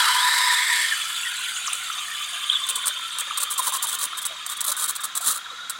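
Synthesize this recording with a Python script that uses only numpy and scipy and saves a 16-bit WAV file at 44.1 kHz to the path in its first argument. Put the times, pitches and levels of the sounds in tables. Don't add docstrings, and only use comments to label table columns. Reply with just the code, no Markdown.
import sys
import numpy as np
from scipy import signal
from scipy.fft import rfft, irfft, next_fast_len
from scipy.io import wavfile

SR = 44100
rng = np.random.default_rng(int(sys.argv[2]) if len(sys.argv) > 2 else 0)


def output_pcm(signal):
    pcm = np.clip(np.atleast_2d(signal).T, -1, 1) * 32767
    wavfile.write(sys.argv[1], SR, np.round(pcm).astype(np.int16))


N = 255339
TIME = np.arange(N) / SR
LOWER_S = .81
SINCE_LOWERED = np.maximum(TIME - LOWER_S, 0)
CLOSE_S = .0026


def from_db(db):
    return 10 ** (np.asarray(db) / 20)


def rms_one(x):
    return x / np.sqrt(np.mean(x ** 2) + 1e-20)


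def in_time(rows):
    times, *columns = np.transpose(rows)
    return [np.interp(TIME, times, column) for column in columns]


def drift(rate):
    pole = np.exp(-40 * np.pi * rate / SR)
    slow = signal.lfilter([1], [1, -2 * pole, pole * pole], rng.standard_normal(N // 20 + 2002))[2000:]
    return np.interp(np.arange(N) / 20, np.arange(len(slow)), rms_one(slow))


def coloured(x, spectrum):
    size = 2 * next_fast_len(N // 2 + SR // 10)
    hz, db = np.transpose(spectrum)
    bin_hz = np.arange(size // 2 + 1) * SR / size
    gain = rms_one(from_db(np.interp(np.log(bin_hz + 1), np.log(hz), db)))
    cepstrum = irfft(np.log(gain))[:size // 2]
    cepstrum[1:] *= 2
    return irfft(rfft(x, size) * np.exp(rfft(cepstrum, size)))[:N]


def resonate(x, modes):
    out = 0
    for k, (hz, width, db) in enumerate(modes):
        r = np.exp(-np.pi * width / SR)
        ring = signal.lfilter([1, 0, -1], [1, -2 * r * np.cos(2 * np.pi * hz / SR), r * r], x)
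        out += (-1) ** k * from_db(db) * (1 - r * r) * ring
    return rms_one(out)


def band(x, low_hz, high_hz):
    return signal.sosfilt(signal.butter(4, [low_hz, high_hz], "band", fs=SR, output="sos"), x)


def collapses(per_s, spread_db=2.5):
    sizes = from_db(spread_db * np.minimum(rng.exponential(1, N), 4)) * rng.choice([-1, 1], N)
    return rms_one(sizes * (rng.random(N) < per_s / SR))


def flutter(rate, depth_db):
    return rms_one(from_db(depth_db * drift(rate)))


def cloud(hz, width):
    phase = 2 * np.pi * np.cumsum(hz) / SR
    return rms_one(drift(width) * np.cos(phase) + drift(width) * np.sin(phase))


def swarms(low_hz, high_hz, count):
    return rms_one(sum(cloud(hz * (1 + .03 * drift(rate=4)), width=230) * flutter(rate=26, depth_db=5)
                       for hz in np.geomspace(low_hz, high_hz, count)))


def whirl(db, loss_db_per_s, attack_s=.28):
    age = TIME - LOWER_S
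    return np.clip(age / attack_s + .5, 0, 1) * from_db(db - loss_db_per_s * age)


# (frequency [Hz], relative level [dB])
ROOM_EQ = [(36, -4), (50, -16), (170, -0.5), (400, -4.5), (4000, -53)]

def room_tone():
    return from_db(-66.5) * band(coloured(rng.standard_normal(N), ROOM_EQ), low_hz=30, high_hz=7966)


# (frequency [Hz], width [Hz], relative level [dB])
DEEP_MODES = [(986, 27, 1.5), (1246, 35, -4), (1550, 240, -11.5), (3100, 34, -19), (3920, 85, -8)]
RAISED_MODES = [(993, 19, -12), (1797, 28, 6.5), (1970, 64, 2), (2147, 195, -1), (7500, 210, -6),
                (8170, 180, -6.5)]
# (time [s], pitch [Hz])
SQUEAL_GLIDE = [(.16, 3093), (.22, 3640), (.32, 3930), (.5, 3676), (.81, 3560), (.89, 3020)]
# (time [s], pitch [Hz], relative level [dB])
HOWL_GLIDE = [(.02, 1400, -15), (.065, 1230, 0.5), (.14, 1537, -21), (.28, 1780, -10.5), (.48, 1813, -10.5),
              (.8, 1822, -5)]
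# (frequency [Hz], relative level [dB])
ROAR_EQ = [(250, -44.5), (420, -16.5), (750, -14), (1050, -4), (1750, 7), (2550, -1), (3800, 4.5),
           (5000, 2), (6300, -5.5), (8300, 1.5), (15700, -15.5)]

def screech(rise_s=.85, release_db_per_s=50):
    deep = np.clip(1 - TIME / rise_s, 0, 1)
    release = from_db(-release_db_per_s * SINCE_LOWERED)
    implosions = collapses(per_s=9000) * flutter(rate=260, depth_db=2)
    (squeal_hz,) = in_time(SQUEAL_GLIDE)
    howl_hz, howl_db = in_time(HOWL_GLIDE)
    squeal = cloud(squeal_hz * (1 + .03 * drift(rate=25)), width=130)
    squeal *= from_db(-5.5) * (squeal_hz / squeal_hz.max()) ** 2
    howl = from_db(howl_db) * cloud(howl_hz * (1 + .02 * drift(rate=60)), width=60)
    swell = from_db(-12) * np.exp(-((TIME - .41) / .12) ** 2)
    top_ring = swell * cloud(5130 * (1 + .02 * drift(rate=25)), width=140)
    voices = (squeal + release ** 2 * howl + top_ring) * flutter(rate=30, depth_db=2.5)
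    ringing = np.sqrt(deep) * resonate(implosions, DEEP_MODES)
    ringing += np.sqrt(1 - deep) * resonate(implosions, RAISED_MODES)
    ringing = release * band(ringing, low_hz=876, high_hz=10400)
    roar = coloured(collapses(per_s=9000) * flutter(rate=34, depth_db=1.3), ROAR_EQ)
    fader = from_db(-21.5 + 3.5 * deep ** 2) * release
    return fader * (from_db(-3) * ringing + from_db(-4) * roar + voices)


# (multiple of the lowest mode [ratio], relative level [dB])
COLUMN_MODES = [(1, -8.5), (1.73, -7.5), (2.5, -8), (3.25, -11.5), (4.1, -13.5), (5.0, -15.5)]
# (frequency [Hz], relative level [dB])
CHURN_EQ = [(150, -28.5), (550, -24.5), (720, -14.5), (900, -17), (1050, -2), (1250, 1.5), (1550, -0.5),
            (2100, -6.5), (3500, -12.5), (15000, -36)]

def churn(airflow, column_hz=1022.5, sag_octaves_per_s=.39):
    hz = column_hz * 2 ** (-sag_octaves_per_s * SINCE_LOWERED)
    waver = np.interp(TIME, [1.5, 2.1], [.07, .025])
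    column = 0
    for multiple, db in COLUMN_MODES:
        mode = cloud(multiple * hz * (1 + waver * drift(rate=12)), width=69)
        column += from_db(db) * mode * flutter(rate=51, depth_db=6.5)
    gurgle = from_db(-4) * rms_one(coloured(column, CHURN_EQ))
    wash = from_db(-5) * coloured(collapses(per_s=2000) * flutter(rate=100, depth_db=2), CHURN_EQ)
    gulp = signal.sosfilt(signal.butter(2, 18, fs=SR, output="sos"), airflow)
    glug = gulp * band(cloud(560 * (1 + .13 * drift(rate=12)), width=60), low_hz=400, high_hz=900)
    stirred = (1 + .83 * gulp) * (gurgle + wash)
    return whirl(db=-37, loss_db_per_s=.33) * stirred + whirl(db=-22, loss_db_per_s=3) * glug


# (time [s], pitch [Hz])
HOLLOW_GLIDE = [(1.07, 1297), (1.52, 1565), (1.68, 1282), (1.85, 1467), (1.92, 1188), (2.28, 1246),
                (2.9, 1112), (2.97, 1378), (3.3, 1220), (3.75, 1156), (4.7, 1218), (5.7, 1375)]

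def hollow(airflow, sip_gain=7.7):
    (hz,) = in_time(HOLLOW_GLIDE)
    ring = cloud(hz * (1 + .022 * drift(rate=20)), width=60) * flutter(rate=41, depth_db=3)
    return whirl(db=-40.5, loss_db_per_s=.39) * (1 + sip_gain * airflow) * ring


# (pitch [Hz], width [Hz], relative level [dB])
TIP_MODES = [(3128, 75, -1.7), (3538, 90, 0.48)]
# (frequency [Hz], relative level [dB])
FIZZ_EQ = [(1500, -22), (2100, -6.5), (2800, 1.5), (3600, 3), (4500, -8.5), (5500, -12), (15000, -22)]
THIN_HISS_EQ = [(3000, -66), (4500, 2.5), (5400, -5), (6900, 7.5), (9800, 6), (11500, 0.5), (15700, -4)]
FOAMED_HISS_EQ = [(1000, -19), (1900, 8), (2900, 2.5), (4300, 9), (5200, 5), (7000, 8.5), (9000, -3),
                  (11500, -8), (15700, -29)]

def steam_tip(surfaced_s=2.56, foam_s=4.15, rise_octaves_per_s=.031):
    shallow = np.interp(TIME, [2.17, surfaced_s], [.05, .7])
    foam = 1 - np.exp(-(SINCE_LOWERED / foam_s) ** 3)
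    rise = 2 ** (rise_octaves_per_s * (TIME - surfaced_s))
    waver = .00791 + .02475 * foam
    tones = sum(from_db(db) * cloud(hz * rise * (1 + waver * drift(rate=24.7)), width)
                for hz, width, db in TIP_MODES)
    ring = np.sqrt(shallow) * rms_one(tones) * flutter(rate=34, depth_db=2.5)
    fizz = collapses(per_s=1500, spread_db=4)
    fizz += 2 * (1 - foam) * swarms(low_hz=1801, high_hz=4644, count=11)
    jet = collapses(per_s=3500, spread_db=-.5) * flutter(rate=160, depth_db=2.5)
    jet += .89 * swarms(low_hz=4456, high_hz=9770, count=12)
    hiss = (1 - foam) * rms_one(coloured(jet, THIN_HISS_EQ))
    hiss += np.sqrt(foam) * coloured(collapses(per_s=10000), FOAMED_HISS_EQ)
    return (whirl(db=-23, loss_db_per_s=3.5) * ring
            + whirl(db=-34, loss_db_per_s=1.43) * rms_one(coloured(fizz, FIZZ_EQ))
            + whirl(db=-33, loss_db_per_s=2.61) * hiss)


# (peak time [s], half-length [s], pitch [Hz], relative level [dB])
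BUBBLES = [(0.929, 0.025, 1686, -26), (1.265, 0.02, 1930, -31), (1.682, 0.0065, 1236, -31),
           (2.5, 0.0066, 3570, -17), (2.54, 0.092, 3520, -31.5), (2.541, 0.026, 3660, -25.5),
           (2.643, 0.011, 3500, -27.5),  (3.596, .023, 1060, -31.5), (3.681, 0.025, 980, -37),
           (3.742, 0.034, 1118, -29.5), (3.847, 0.023, 943, -37), (4.056, 0.022, 303, -57.5),
           (4.319, 0.038, 652, -48), (4.694, .032, 599, -47), (5.293, 0.026, 237, -51.5),
           (5.463, .004, 1430, -31), (5.526, 0.037, 509, -54)]

def bubbles(waver=.0358, sag=.0791):
    out, jitter = np.zeros(N), drift(rate=120)
    for peak_s, half_s, hz, db in BUBBLES:
        near = np.abs(TIME - peak_s) < 2 * half_s
        age = (TIME[near] - peak_s) / half_s
        phase = 2 * np.pi * np.cumsum(hz * (1 - sag * age + waver * jitter[near])) / SR
        out[near] += from_db(db + 7.5) * np.exp(-3 * age ** 2) * np.sin(phase)
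    return out * flutter(rate=140, depth_db=4.5)


# (start [s], end [s], first pitch [Hz], last pitch [Hz], end level [dB])
SQUEAKS = [(1.650, 1.68, 8770, 5360, -25), (3.723, 3.761, 8150, 3280, -29)]

def squeaks():
    out = 0
    for start, end, first_hz, last_hz, db in SQUEAKS:
        progress = np.clip((TIME - start) / (end - start), 0, 1)
        voice = cloud(first_hz + (last_hz - first_hz) * progress ** 2, width=1100)
        release = np.exp(-np.maximum(TIME - end, 0) / CLOSE_S)
        out += from_db(db) * progress * release * voice
    return out


# (start [s], time open [s], crest level [dB])
SIPS = [(1.730, 0.0062, -24), (1.752, 0.0023, -24), (2.666, 0.005, -27), (2.687, 0.021, -20),
        (2.755, 0.013, -21.5), (2.857, 0.029, -20), (3.184, 0.028, -24.5), (3.373, .012, -22),
        (3.401, 0.019, -22), (3.425, 0.014, -20.5), (3.501, 0.027, -23.5), (3.537, 0.0093, -30),
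        (3.577, .027, -21), (3.622, 0.081, -22.5), (3.722, 0.051, -23), (3.823, .03, -22),
        (3.869, 0.039, -26), (3.913, 0.04, -25), (3.987, 0.07, -22.5), (4.171, 0.021, -25.5),
        (4.215, 0.02, -31), (4.252, 0.017, -22.5), (4.463, .009, -28), (4.489, 0.045, -28),
        (4.568, 0.0086, -31.5), (4.606, 0.011, -23), (4.641, 0.012, -25), (4.664, 0.042, -20),
        (4.716, 0.011, -22), (4.765, 0.098, -21.5), (4.878, 0.032, -21.5), (4.952, .015, -26.5),
        (5.005, 0.015, -31.5), (5.033, 0.023, -23.5), (5.151, 0.03, -21), (5.209, 0.03, -28.5),
        (5.24, 0.09, -18), (5.336, 0.03, -28), (5.373, 0.0074, -28), (5.696, .012, -26.5)]

def sip_airflow(attack_s=.00099, swell_db_per_s=105, crest_share=.71):
    airflow = np.zeros(N)
    for start, length, db in SIPS:
        age = TIME - start
        opening = np.clip(age / attack_s, 0, 1) * np.exp(-np.maximum(age - length, 0) / CLOSE_S)
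        snap = 1 + .36 * np.exp(-np.maximum(age, 0) / CLOSE_S)
        swell = from_db(db - swell_db_per_s * np.abs(age - crest_share * length))
        airflow = np.maximum(airflow, opening * snap * swell)
    return airflow


# (frequency [Hz], relative level [dB])
SIP_EQ = [(60, -46), (240, -21), (700, -24), (1150, 6), (2400, -19.5), (3900, 1), (5000, -8.5),
          (6700, -2.5), (7500, 1.5), (10200, 0), (11500, -4.5), (13800, -10.5), (15400, -3)]

def sips(airflow):
    flow = airflow * flutter(rate=114, depth_db=2.5)
    crackle = collapses(per_s=5000, spread_db=2) + .46 * swarms(low_hz=7480, high_hz=14650, count=12)
    air = from_db(-1.05) * coloured(flow * crackle, SIP_EQ)
    shrill = cloud(8900 * (1 + .08 * drift(rate=44)), width=700)
    whistle = flow * band(shrill, low_hz=6750, high_hz=10300)
    narrow = np.interp(TIME, [2.7, 3.7], [.55, .1])
    return np.sqrt(1 - narrow) * air + np.sqrt(narrow) * whistle


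def reverb(x, t60, wet_db):
    t = TIME[:SR // 2]
    tail = rng.standard_normal(len(t)) * from_db(-60 * t / t60)
    return x + from_db(wet_db) * signal.fftconvolve(x, tail / np.linalg.norm(tail))[:N]


def scene():
    airflow = sip_airflow()
    wand = screech() + churn(airflow) + hollow(airflow) + steam_tip()
    wand = wand + squeaks() + sips(airflow) + bubbles()
    near = reverb(wand, t60=.073, wet_db=-10.5)
    return (room_tone() + reverb(near, t60=.25, wet_db=-18))[None]


def record(dry):
    return signal.sosfilt(signal.ellip(12, .1, 80, 15900, fs=SR, output="sos"), dry)


dry = scene()
out = record(dry)
output_pcm(out)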